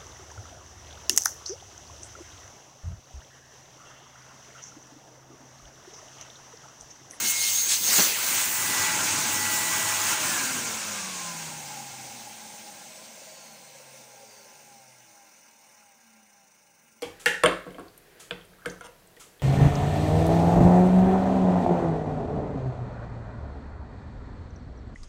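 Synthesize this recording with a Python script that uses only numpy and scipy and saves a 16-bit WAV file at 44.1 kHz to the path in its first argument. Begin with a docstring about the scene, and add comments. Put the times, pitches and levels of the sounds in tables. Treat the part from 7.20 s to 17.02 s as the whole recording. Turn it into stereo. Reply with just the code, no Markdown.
"""Vacuum cleaner switched off

A canister vacuum runs on a carpet; its nozzle comes free with two whooshes, the switch clicks, the motor coasts down.
Air roar is shaped noise ringing in the drum; shaft, blade and ball-bearing tones are sines locked to the turning
rotor, swelling and fading as they slide; the brushes rub noise once a turn; panels rattle, a narrow gap whistles.
Two spaced microphone ports sit in a moving hand; the left one is dull, the right one later."""
import sys
import numpy as np
from scipy import signal
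from scipy.fft import rfft, irfft, next_fast_len
from scipy.io import wavfile
from scipy.ndimage import uniform_filter1d

SR = 44100
rng = np.random.default_rng(int(sys.argv[2]) if len(sys.argv) > 2 else 0)


def generate_wav(signal):
    """Clip the signal to [-1, 1] and save it as 16-bit WAV at the path in sys.argv[1]."""
    frames = np.transpose(np.atleast_2d(signal))
    scaled = np.clip(frames, -1, 1) * 32767
    pcm = np.round(scaled).astype(np.int16)
    wavfile.write(sys.argv[1], SR, pcm)


N = 433062
T = np.arange(N) / SR  # time of each sample [s]

# Rotor speed under load, which falls as the nozzle opens: (time [s], speed [turns/s])
SHAFT_SPEED = [(0, 359), (0.2, 359), (0.58, 347.5), (0.72, 351), (1.15, 336), (1.35, 331.5), (1.6, 328.2),
               (2, 327)]
COAST_S, OFF_S = 2.9565, 2.973  # the rotor starts to slow [s], the hum is gone [s]
FRICTION, VISCOUS = 7.89, .125  # slowing: constant [turns/s per s], share that follows speed [1/s]
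FAN_DRAG, FAN_POWER = 13.22, 2.338  # slowing by the fan at 100 turns/s [turns/s per s], its power of speed

# Base air levels at full speed: (time [s], rumble [dB], roar [dB], hiss [dB], fizz [dB])
AIR_LEVELS = [(0, -44.5, -30.5, -30, -26), (.16, -53, -35.5, -25.5, -28.5), (.5, -51, -39.5, -28.5, -26.5),
              (1.0, -56.5, -30.5, -27.5, -26), (1.3, -45.5, -32, -29.5, -24),
              (1.61, -38.5, -25.5, -25.5, -28.5), (1.9, -38, -27.5, -23.5, -33.5),
              (2.2, -38.5, -28.5, -25.5, -27), (2.7, -42, -27.5, -26.5, -29.5),
              (3.2, -36, -24.5, -23.5, -26)]
# Borders between rumble, roar, hiss and fizz: (frequency [Hz])
LAYER_EDGES = [400, 2800, 10000]
# Share of the nozzle closed by the carpet: (time [s], share [0-1])
NOZZLE_SEAL = [(0, 0.64), (.9, 1), (1.4, 0.05), (9.82, 0)]
# Relative colour of air forced past the carpet: (frequency [Hz], density [dB per Hz])
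SEALED_AIR = [(24, -67), (50, -28), (94, -36), (198, -14), (261, -17), (380, -18.5), (500, -18.5),
              (1980, -10), (2140, -10.5), (3270, -6), (4200, -2), (5260, -3), (6420, 2), (11400, -13.5),
              (15800, -4.5)]
# Relative colour of free flow: (frequency [Hz], density [dB per Hz])
FREE_AIR = [(24, -65), (52, -48), (91, -17), (319, -17.5), (488, -17), (766, -13.5), (846, -2),
            (1260, -3.5), (1500, -0.5), (1840, -4), (1980, -7), (3270, 1), (6750, 21.5), (10900, 6.5),
            (15800, 11.5)]
# Relative colour of brushes and bearings alone: (frequency [Hz], density [dB per Hz])
BRUSH_RUB = [(24, -80.5), (40, -35), (120, -16), (184, -15), (219, -4.5), (268, -19.5), (319, -17),
             (400, -23.5), (520, -16.5), (747, -12.5), (825, -10.5), (1200, -19), (1360, -17.5),
             (4520, -19), (6110, -13.5), (10900, -39), (15800, -35)]
# Drum resonances and hollows, scaled for each noise: (frequency [Hz], width [Hz], gain [dB])
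DRUM_MODES = [(123, 72, -8.5), (208, 20, -3.5), (556, 340, 16.5), (785, 23, 9), (1023, 40, 14),
              (1391, 18, 20), (1602, 166, 15), (2176, 340, 9.5), (2626, 150, 7), (3240, 920, -3),
              (4220, 1200, 4), (6290, 250, 3), (6450, 120, 4.5), (8610, 1630, 11.5)]
# Likeness of the noise at the two ports: (frequency [Hz], likeness [0-1])
PORT_LIKENESS = [(40, 0.15), (100, 0.94), (400, 0.88), (1000, 0.057), (1300, 0.14), (1700, 0.36),
                 (2500, 0.11), (5000, 0.016), (10000, 0.031)]
# Fading, a row per layer: (air loss [dB per octave of speed], rub at full speed [dB], its loss [dB per octave])
SPEED_FADE = [(11.43, -55.5, 10.5), (16.5, -42.5, 4.5), (13.6, -35.5, 8), (23.5, -36, 7.5)]
# Swells and dips of the air noise: nozzle whooshes, later dips, a late rumble:
# (time [s], rise [s], fall [s], rumble [dB], roar [dB], hiss [dB], fizz [dB])
AIR_SWELLS = [(.06, 0.051, 0.035, 8, -0.5, 5.5, -0.5), (.11, 0.043, 0.012, -2, -2.5, 1, 9.5),
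              (.33, 0.15, 0.061, 2, -0.5, 4, 4), (0.524, 0.038, 0.054, -10, 6.5, 12.5, -2),
              (.62, 0.093, 0.025, 5.5, -5, -2, 1), (.74, 0.089, 0.32, 13.5, 5.5, 8, 5.5),
              (.792, 0.014, 0.02, 11, 5, -1, -3), (.97, 0.086, 0.077, -0.5, -3.5, -6, -2.5),
              (1.2, 0.053, 0.046, 2, 1.5, 4, -1), (2.98, 0.038, 0.033, -5.5, -2, -3.5, -6),
              (3.92, 0.37, .25, -3.5, 1, 1.8, -4), (9.7, 0.18, .3, 14, 1, 1.5, 3)]
# Narrow peaks and hollows that come out as the rotor slows: (frequency [Hz], width [Hz], gain [dB])
SLOW_MODES = [(400, 120, 0.5), (690, 170, -10), (1000, 150, -3.5), (1200, 150, 1.5), (1630, 200, 0.5),
              (1750, 120, -2.5), (2900, 110, 9.5), (3220, 430, -9), (3660, 150, 3), (3960, 120, -13),
              (4200, 150, 4), (4500, 220, -10), (4770, 200, 2), (5560, 180, 5.5), (5720, 150, -1.5),
              (5980, 330, 8), (6440, 250, -0.5), (6700, 300, 3.5), (7800, 590, -5.5), (9050, 300, 5),
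              (9400, 250, -5), (9700, 250, 6.5)]
SLOW_MODES_HALF = 55  # half out at this speed [turns/s]

# Shaft, twice the shaft, ball pass, six blades, twice the ball spin:
# (multiple of the shaft, extra lead at the left port [rad], left over right [dB])
SHAFT_ORDERS = [(1, 0, 0), (2, -.5, 1), (2.6, .8, -5), (6, 1.4, -2), (7.08, -.2, 4)]
# How each of those sounds as it slides, a list per multiple: (frequency [Hz], peak level [dB])
ORDER_SHAPES = [
    [(100, -90), (116, -60), (135, -52), (160, -45), (215, -44), (280, -42), (327, -46), (340, -39)],
    [(95, -92), (120, -70), (135, -61), (170, -67), (200, -61), (260, -62), (320, -57), (360, -62),
     (420, -58), (455, -47), (550, -38), (650, -37)],
    [(112, -92), (122, -64), (140, -64), (160, -80), (400, -78), (420, -60), (470, -54), (550, -43),
     (620, -48), (690, -53), (740, -44), (790, -50), (850, -39)],
    [(700, -85), (740, -62), (830, -47), (930, -50), (1000, -39), (1090, -35), (1150, -39), (1230, -46),
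     (1400, -45), (1500, -37), (1600, -29), (1710, -29), (1830, -38), (1960, -33)],
    [(150, -81), (196, -71), (223, -57), (252, -82), (295, -72), (322, -62), (352, -84), (372, -62),
     (440, -54), (485, -68), (535, -53), (590, -65), (650, -61), (690, -62), (770, -85)],
]
# Low and blade tones swell, fade and shift between the ports:
# (time [s], low tones [dB], blade tone [dB], further blade lead at the left port [rad])
TONE_REACH = [(0, -11, 5, 2.6), (.13, -14, 2, 3.4), (.27, -20, 0, 4.4), (.36, -21, -12, 4.2),
              (1, -19, -18, 6), (1.2, -10, -6, 6), (1.35, -7, -8, 6.1), (1.47, -4, 2, 7.3),
              (1.65, -1, 5, 8), (1.9, 0, 5.5, 9.4), (2.05, 0, 3, 9.2), (2.22, 0, 6.5, 8.2),
              (2.9, 0, 5, 8.6), (3.05, 0, 0, 11.1), (3.25, 0, 0, 12.2), (3.45, 0, 0, 9.5), (3.75, 0, 0, 11),
              (4.05, 0, 0, 15.9), (4.55, 0, 0, 17.8)]
# Further lead of the twice-shaft tone at the left port: (time [s], lead [rad])
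TWICE_SHAFT_LEAD = [(2, .2), (2.9, .7), (3.05, 1.2), (3.2, .2), (3.5, -.7), (3.75, .3)]

# Overtones of ball pass and ball spin, before trim and cradle:
# (multiple of the shaft, peak level at 60 turns/s [dB])
BEARING_OVERTONES = [(5.2, -73), (7.4, -73), (7.8, -71), (8.2, -72), (10.4, -70), (10.6, -76), (10.95, -71),
                     (13, -64), (14.12, -75), (14.5, -69), (15.6, -65), (18.2, -65), (20.8, -73),
                     (23.4, -66), (26, -72), (28.55, -69), (33.2, -72), (36.4, -76), (39, -75)]
# Resonances and hollows that the bearing tones cross: (frequency [Hz], width [Hz], gain [dB])
CRADLE_MODES = [(235, 50, 13), (440, 120, -8), (560, 80, 11), (650, 80, 11), (745, 40, -11), (803, 70, 15),
                (900, 150, 11), (1050, 120, 7), (1200, 150, -10), (1375, 50, 13), (1640, 80, 7)]
# Bearing tones at the left port against the right: (frequency [Hz], gain [dB])
CRADLE_TILT = [(480, 5), (560, -4), (700, -4), (765, 11), (825, 5), (900, -3), (1300, -3), (1500, 3)]
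# Thin, rough whistles: (multiple of the shaft at 96 turns/s, power of speed by which it sinks,
# loudest at [Hz], 20 dB down this far away [Hz], level [dB])
ROTOR_WHISTLES = [(86, .145, 7900, 2800, -52), (56.2, 0, 4500, 1100, -57), (86, .145, 4820, 350, -59)]

# Rattling panels: (frequency [Hz], width [Hz], roughest at [turns/s],
# 20 dB down this far away [octaves], level [dB])
PANEL_MODES = [(814, 75, 135, 0.64, -45.5), (538, 67, 72.7, 0.6, -43.5), (632, 33, 87.7, -0.24, -47)]
RATTLE_PER_TURN, RATTLE_DB = .22, 5  # pulses a turn, swing either way [dB]
# Whistle of the narrow nozzle gap: (time [s], rise [s], fall [s], level [dB])
GAP_WHISTLES = [(.1, .2, 0.31, -29.5), (.42, 0.1, 0.079, -23.5), (.67, 0.041, 0.033, -21)]
# The switch, then small ticks: (time [s], peak level [dB], centre [Hz], width [octaves], 60 dB decay [s])
SWITCH_CLICKS = [(2.973, -17, 4500, 1.2, .004), (9.624, -45, 12000, .6, .002),
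                 (9.7095, -44, 11000, .9, .002), (9.718, -45, 12000, .7, .004),
                 (9.790, -46, 4000, 1.5, .003)]
# Soft bumps, before make-up gain: (time [s], level [dB], frequency [Hz], 60 dB decay [s])
SOFT_BUMPS = [(0.784, -41, 190, 0.045), (4.716, -39, 131, 0.066)]
# Relative colour of the quiet room and microphone hiss: (frequency [Hz], density [dB per Hz])
ROOM_COLOUR = [(30, -47), (70, -16), (120, -3), (220, -2), (500, -15), (2000, -35), (6000, -16),
               (15800, -32)]

# The hand turns the ports, before a fixed offset: (time [s], left over right [dB])
HAND_TURN = [(0, 2), (.35, -1), (.66, -2.5), (.79, -8.5), (.86, 0), (1.3, -0.5), (1.8, 2), (3.2, 0.6),
             (6.8, 0), (9.82, -1)]
# Dullness of the left port against the right, before a fixed offset: (frequency [Hz], gain [dB])
LEFT_COLOUR = [(60, -3.5), (300, 0.5), (1000, -3), (2700, 0.5), (6400, -4), (9500, -5.5), (10400, -13.5),
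               (15000, -25.5)]
# Lead of the left port, which hears first: (frequency [Hz], phase [rad])
LEFT_LEAD = [(0, 0), (860, 5), (1380, 8.6), (1810, 10.5), (2150, 12.4), (22050, 119)]
# Microphone colour: (frequency [Hz], width [Hz], gain [dB])
MIC_MODES = [(13200, 2000, -1.5), (15050, 650, 9)]
TOP_HZ = 15650  # band limit [Hz]


def shaft():
    """Turns per second: set by the load, then braked by friction and the fan."""
    speeds = np.arange(SHAFT_SPEED[-1][1], 5, -.05)
    slowing = FRICTION + VISCOUS * speeds + FAN_DRAG * (speeds / 100) ** FAN_POWER
    since_off = np.cumsum(.05 / slowing)  # time taken to reach each speed
    coasting = np.interp(T, COAST_S + since_off, speeds)
    return np.where(T < COAST_S, curves(SHAFT_SPEED)[0], coasting)


def airflow(speed, turns):
    """Air noise gives way to the rub of brushes and bearings as the fan slows."""
    seal, = np.clip(curves(NOZZLE_SEAL), 0, 1)
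    air = 1 / (1 + (150 / speed) ** 4)  # share of power that is air
    # One high spot on the commutator swells the rub once a turn below 70 turns/s
    slowness = np.clip(1 - speed / 70, 0, 1)
    rub = np.exp(0.6 * slowness * np.cos(2 * np.pi * turns))
    rub /= np.sqrt(np.abs(uniform_filter1d(rub ** 2, size=8192)))
    sealed = layers(SEALED_AIR, 0.26, patchy_db=2.5)
    free = layers(FREE_AIR, 0.31, patchy_db=1.57)
    idle = layers(BRUSH_RUB, 0.65, patchy_db=1.5)
    rub_depths = [0.63, 0.0, 0.62, 0.79]  # rumble, roar, hiss, fizz
    flutter = amp(0.5 * wobble(14))
    out = 0
    for shut, loose, brushed, gain, depth in zip(sealed, free, idle, levels(speed), rub_depths):
        blowing = np.sqrt(air * seal) * shut + np.sqrt(air * (1 - seal)) * loose
        rubbing = np.sqrt(1 - air) * rub ** depth * brushed
        out = out + gain * flutter * (blowing + rubbing)
    bare = 1 / (1 + (speed / SLOW_MODES_HALF) ** 6)
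    coloured = filtered(out, lambda hz: amp(peaks_db(SLOW_MODES, hz)))
    return (1 - bare) * out + bare * coloured


def layers(spectrum, ringing, patchy_db):
    """Patchy noise at both ports, split into four layers of rms 1; ringing scales the drum's peaks."""
    grid = signal.stft(rng.standard_normal((2, N)), nperseg=512, noverlap=256)[2]
    patches = uniform_filter1d(rng.standard_normal(grid.shape[1:]), size=8, axis=0)
    patches = unit(uniform_filter1d(patches, size=6, axis=1))
    pair = signal.istft(grid * amp(patchy_db * patches), nperseg=512, noverlap=256)[1][:, :N]
    m = next_fast_len(N)
    hz = np.fft.rfftfreq(m, 1 / SR)
    # The mid/side balance sets how alike the ports are
    angle = np.arccos(np.clip(along(PORT_LIKENESS, hz), 0, 1)) / 2
    colour = amp(along(spectrum, hz) + ringing * peaks_db(DRUM_MODES, hz))
    mid, side = rfft(pair, m) * colour * [np.cos(angle), np.sin(angle)]
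    ports = np.array([mid + side, mid - side])
    below = [0] + [1 / (1 + (hz / edge) ** 12) for edge in LAYER_EDGES] + [1]
    return [unit(irfft(np.sqrt(hi - lo) * ports, m)[:, :N]) for lo, hi in zip(below, below[1:])]


def levels(speed):
    """Gain of each layer: air that dies fast with speed, rub that dies slowly, and the swells."""
    octaves = np.minimum(np.log2(speed / SHAFT_SPEED[-1][1]), 0)
    swells = sum(np.outer(row[3:], hump(*row[:3])) for row in AIR_SWELLS)
    gains = []
    for db, (air_loss, rub_db, rub_loss), swell in zip(curves(AIR_LEVELS), SPEED_FADE, swells):
        air = amp(db + air_loss * octaves)
        rub = amp(rub_db + rub_loss * octaves) * (T > 1)
        gains.append(amp(swell) * np.hypot(air, rub))
    return gains


def shaft_tones(speed, turns):
    """Shaft, blade and ball tones swell, fade and shift between the ports as their pitch slides."""
    left = np.array([[1], [0]])
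    low_db, blade_db, blade_lead = curves(TONE_REACH)
    out = 0
    for (k, lead, tilt), shape in zip(SHAFT_ORDERS, ORDER_SHAPES):
        db = along(shape, k * speed) + (blade_db if k == 6 else low_db) + tilt * (left - .5)
        if k == 6:
            lead = lead + blade_lead
        if k == 2:
            lead = lead + curves(TWICE_SHAFT_LEAD)[0]
        out = out + line(turns, k, db, left * lead)
    return out


def bearing_tones(speed, turns):
    """Bearing overtones lose level with speed and swell as they cross the cradle's resonances."""
    left = np.array([[1], [0]])
    speed_db = 14 * np.log10(speed / 60)
    hz = np.arange(1., SR // 2)
    cradle_db = peaks_db(CRADLE_MODES, hz) - 40 * np.log10(1 + 170 / hz)  # weak in the bass
    left_db = along(CRADLE_TILT, hz)
    out = 0
    for k, db in BEARING_OVERTONES:
        body_db = np.interp(k * speed, hz, cradle_db) + left * np.interp(k * speed, hz, left_db)
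        out = out + line(turns, k, db + speed_db + body_db, .5 * left)
    return amp(-5.5) * out


def rotor_whistles(speed, turns):
    """Thin tones follow the rotor, roughened by quick random phase, each loudest near one pitch."""
    out = np.zeros(N)
    for k, sink, centre, away, db in ROTOR_WHISTLES:
        pitch = speed * (speed / 96) ** sink
        drift = 2 * np.pi * (np.cumsum(pitch) / SR - turns)  # phase gained on the shaft
        level_db = db - 20 * ((k * pitch - centre) / away) ** 4 + 1.5 * wobble(30)
        out += line(turns, k, level_db, k * drift + 1.5 * wobble(260))
    return out


def gap_whistle():
    """Air through the narrow gap under the nozzle sings in one thin band."""
    swells = sum(amp(db) * hump(s, rise, fall) for s, rise, fall, db in GAP_WHISTLES)
    noise = rng.standard_normal((2, N))
    return swells * unit(filtered(noise, lambda hz: resonance(hz, 6500, 300)))


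def rattle(speed, turns):
    """Uneven, pulsing knocks keep the panels ringing while the rotor passes its rough speeds."""
    out = np.zeros(N)
    for centre, width, rough, octaves, db in PANEL_MODES:
        uneven_db = 2 * wobble(60)
        pulse_db = RATTLE_DB * np.cos(2 * np.pi * RATTLE_PER_TURN * turns + wobble(6))
        shake = amp(uneven_db + pulse_db) * rng.standard_normal(N)
        ringing = unit(filtered(shake, lambda hz: resonance(hz, centre, width)))
        level_db = db - 20 * (np.log2(speed / rough) / octaves) ** 4 + .8 * wobble(24)
        out += amp(level_db) * ringing
    return out


def knocks():
    """Clicks are short bursts of noise; bumps are one damped swing."""
    out, t = np.zeros(N + SR), T[:SR // 8]
    for s, db, centre, octaves, t60 in SWITCH_CLICKS:
        burst = np.pad(amp(-60 * t / t60) * rng.standard_normal(len(t)), (64, 0))
        hz = np.fft.rfftfreq(len(burst), 1 / SR)
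        band = np.exp(-.5 * (np.log2(hz / centre + 1e-9) / octaves) ** 2)
        burst = irfft(rfft(burst) * band, len(burst))
        out[round(s * SR) - 64:][:len(burst)] += amp(db) * burst / np.abs(burst).max()
    for s, db, hz, t60 in SOFT_BUMPS:
        contact = (1 - np.exp(-t * hz)) ** 2  # soft onset
        decay = amp(db + 11.5 - 60 * t / t60)
        out[round(s * SR):][:len(t)] += decay * contact * np.sin(2 * np.pi * hz * t)
    return out[:N]


def mains_hum():
    """A hum at twice the mains frequency, weaker with the nozzle sealed, ends with the switch."""
    hum_db = -50 - 6 * curves(NOZZLE_SEAL)[0] + 2.5 * wobble(9)
    powered = np.clip((OFF_S - T) / .01, 0, 1)
    return amp(hum_db) * np.sin(2 * np.pi * 100 * T) * powered


def room():
    """A steady floor of shaped noise, different at each port."""
    noise = rng.standard_normal((2, N))
    return amp(-72) * unit(filtered(noise, lambda hz: amp(along(ROOM_COLOUR, hz))))


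def line(turns, k, db, lead):
    """A sine at k times the shaft, its level gently wavering, from a random phase."""
    return amp(db + 1.8 * wobble(10)) * np.sin(2 * np.pi * (k * turns + rng.random()) + lead)


def resonance(hz, centre, width):
    """Response of two equal resonators in a row."""
    return (1j * hz * width / (centre ** 2 - hz ** 2 + 1j * hz * width)) ** 2


def peaks_db(modes, hz):
    """Gain in dB of a set of resonances and hollows."""
    return sum(db / (1 + (2 * (hz - centre) / width) ** 2) for centre, width, db in modes)


def filtered(x, response):
    """x times a response of frequency."""
    m = next_fast_len(N + 8192)
    return irfft(rfft(x, m) * response(np.fft.rfftfreq(m, 1 / SR)), m)[..., :N]


def hump(s, rise, fall):
    """A smooth 0-1-0 shape with its top at s."""
    return np.exp(-((T - s) / np.where(T < s, rise, fall)) ** 2)


def wobble(rate):
    """A slow random curve, rate knots a second."""
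    count = int(N * rate / SR) + 2
    return np.interp(T * rate, np.arange(count), rng.standard_normal(count))


def curves(rows):
    """One value per sample for each column after the time."""
    s, *columns = np.transpose(rows)
    return [np.interp(T, s, column) for column in columns]


def along(points, hz):
    """Value at each frequency, drawn through the points on a log axis."""
    f, v = np.transpose(points)
    return np.interp(np.log(hz + 1), np.log(f + 1), v)


def amp(db):
    """Decibels to amplitude."""
    return 10 ** (np.asarray(db) / 20)


def unit(x):
    """Scale to rms 1."""
    return x / np.sqrt(np.mean(x ** 2) + 1e-20)


def scene():
    """One rotor drives the air, tones and rattle; knocks, hum and room join them."""
    speed = shaft()
    turns = np.cumsum(speed) / SR
    turns -= turns[round(9.595 * SR)]  # a high spot passes the brush here
    rotor = shaft_tones(speed, turns) + bearing_tones(speed, turns) + rotor_whistles(speed, turns)
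    machine = airflow(speed, turns) + rotor + gap_whistle() + rattle(speed, turns)
    return machine + knocks() + mains_hum() + room()


def record(dry):
    """The hand turns the ports; the left is dull, the right late; nothing passes above the band limit."""
    pan_db = curves(HAND_TURN)[0] + 2.5

    def ports(hz):
        left = amp(along(LEFT_COLOUR, hz) - 3)
        right = amp(1.5) * np.exp(-1j * np.interp(hz, *np.transpose(LEFT_LEAD)))
        return np.array([left, right]) * amp(peaks_db(MIC_MODES, hz)) * (hz < TOP_HZ)

    return filtered(dry * amp([pan_db / 2, -pan_db / 2]), ports)


dry = scene()
out = record(dry)
generate_wav(out)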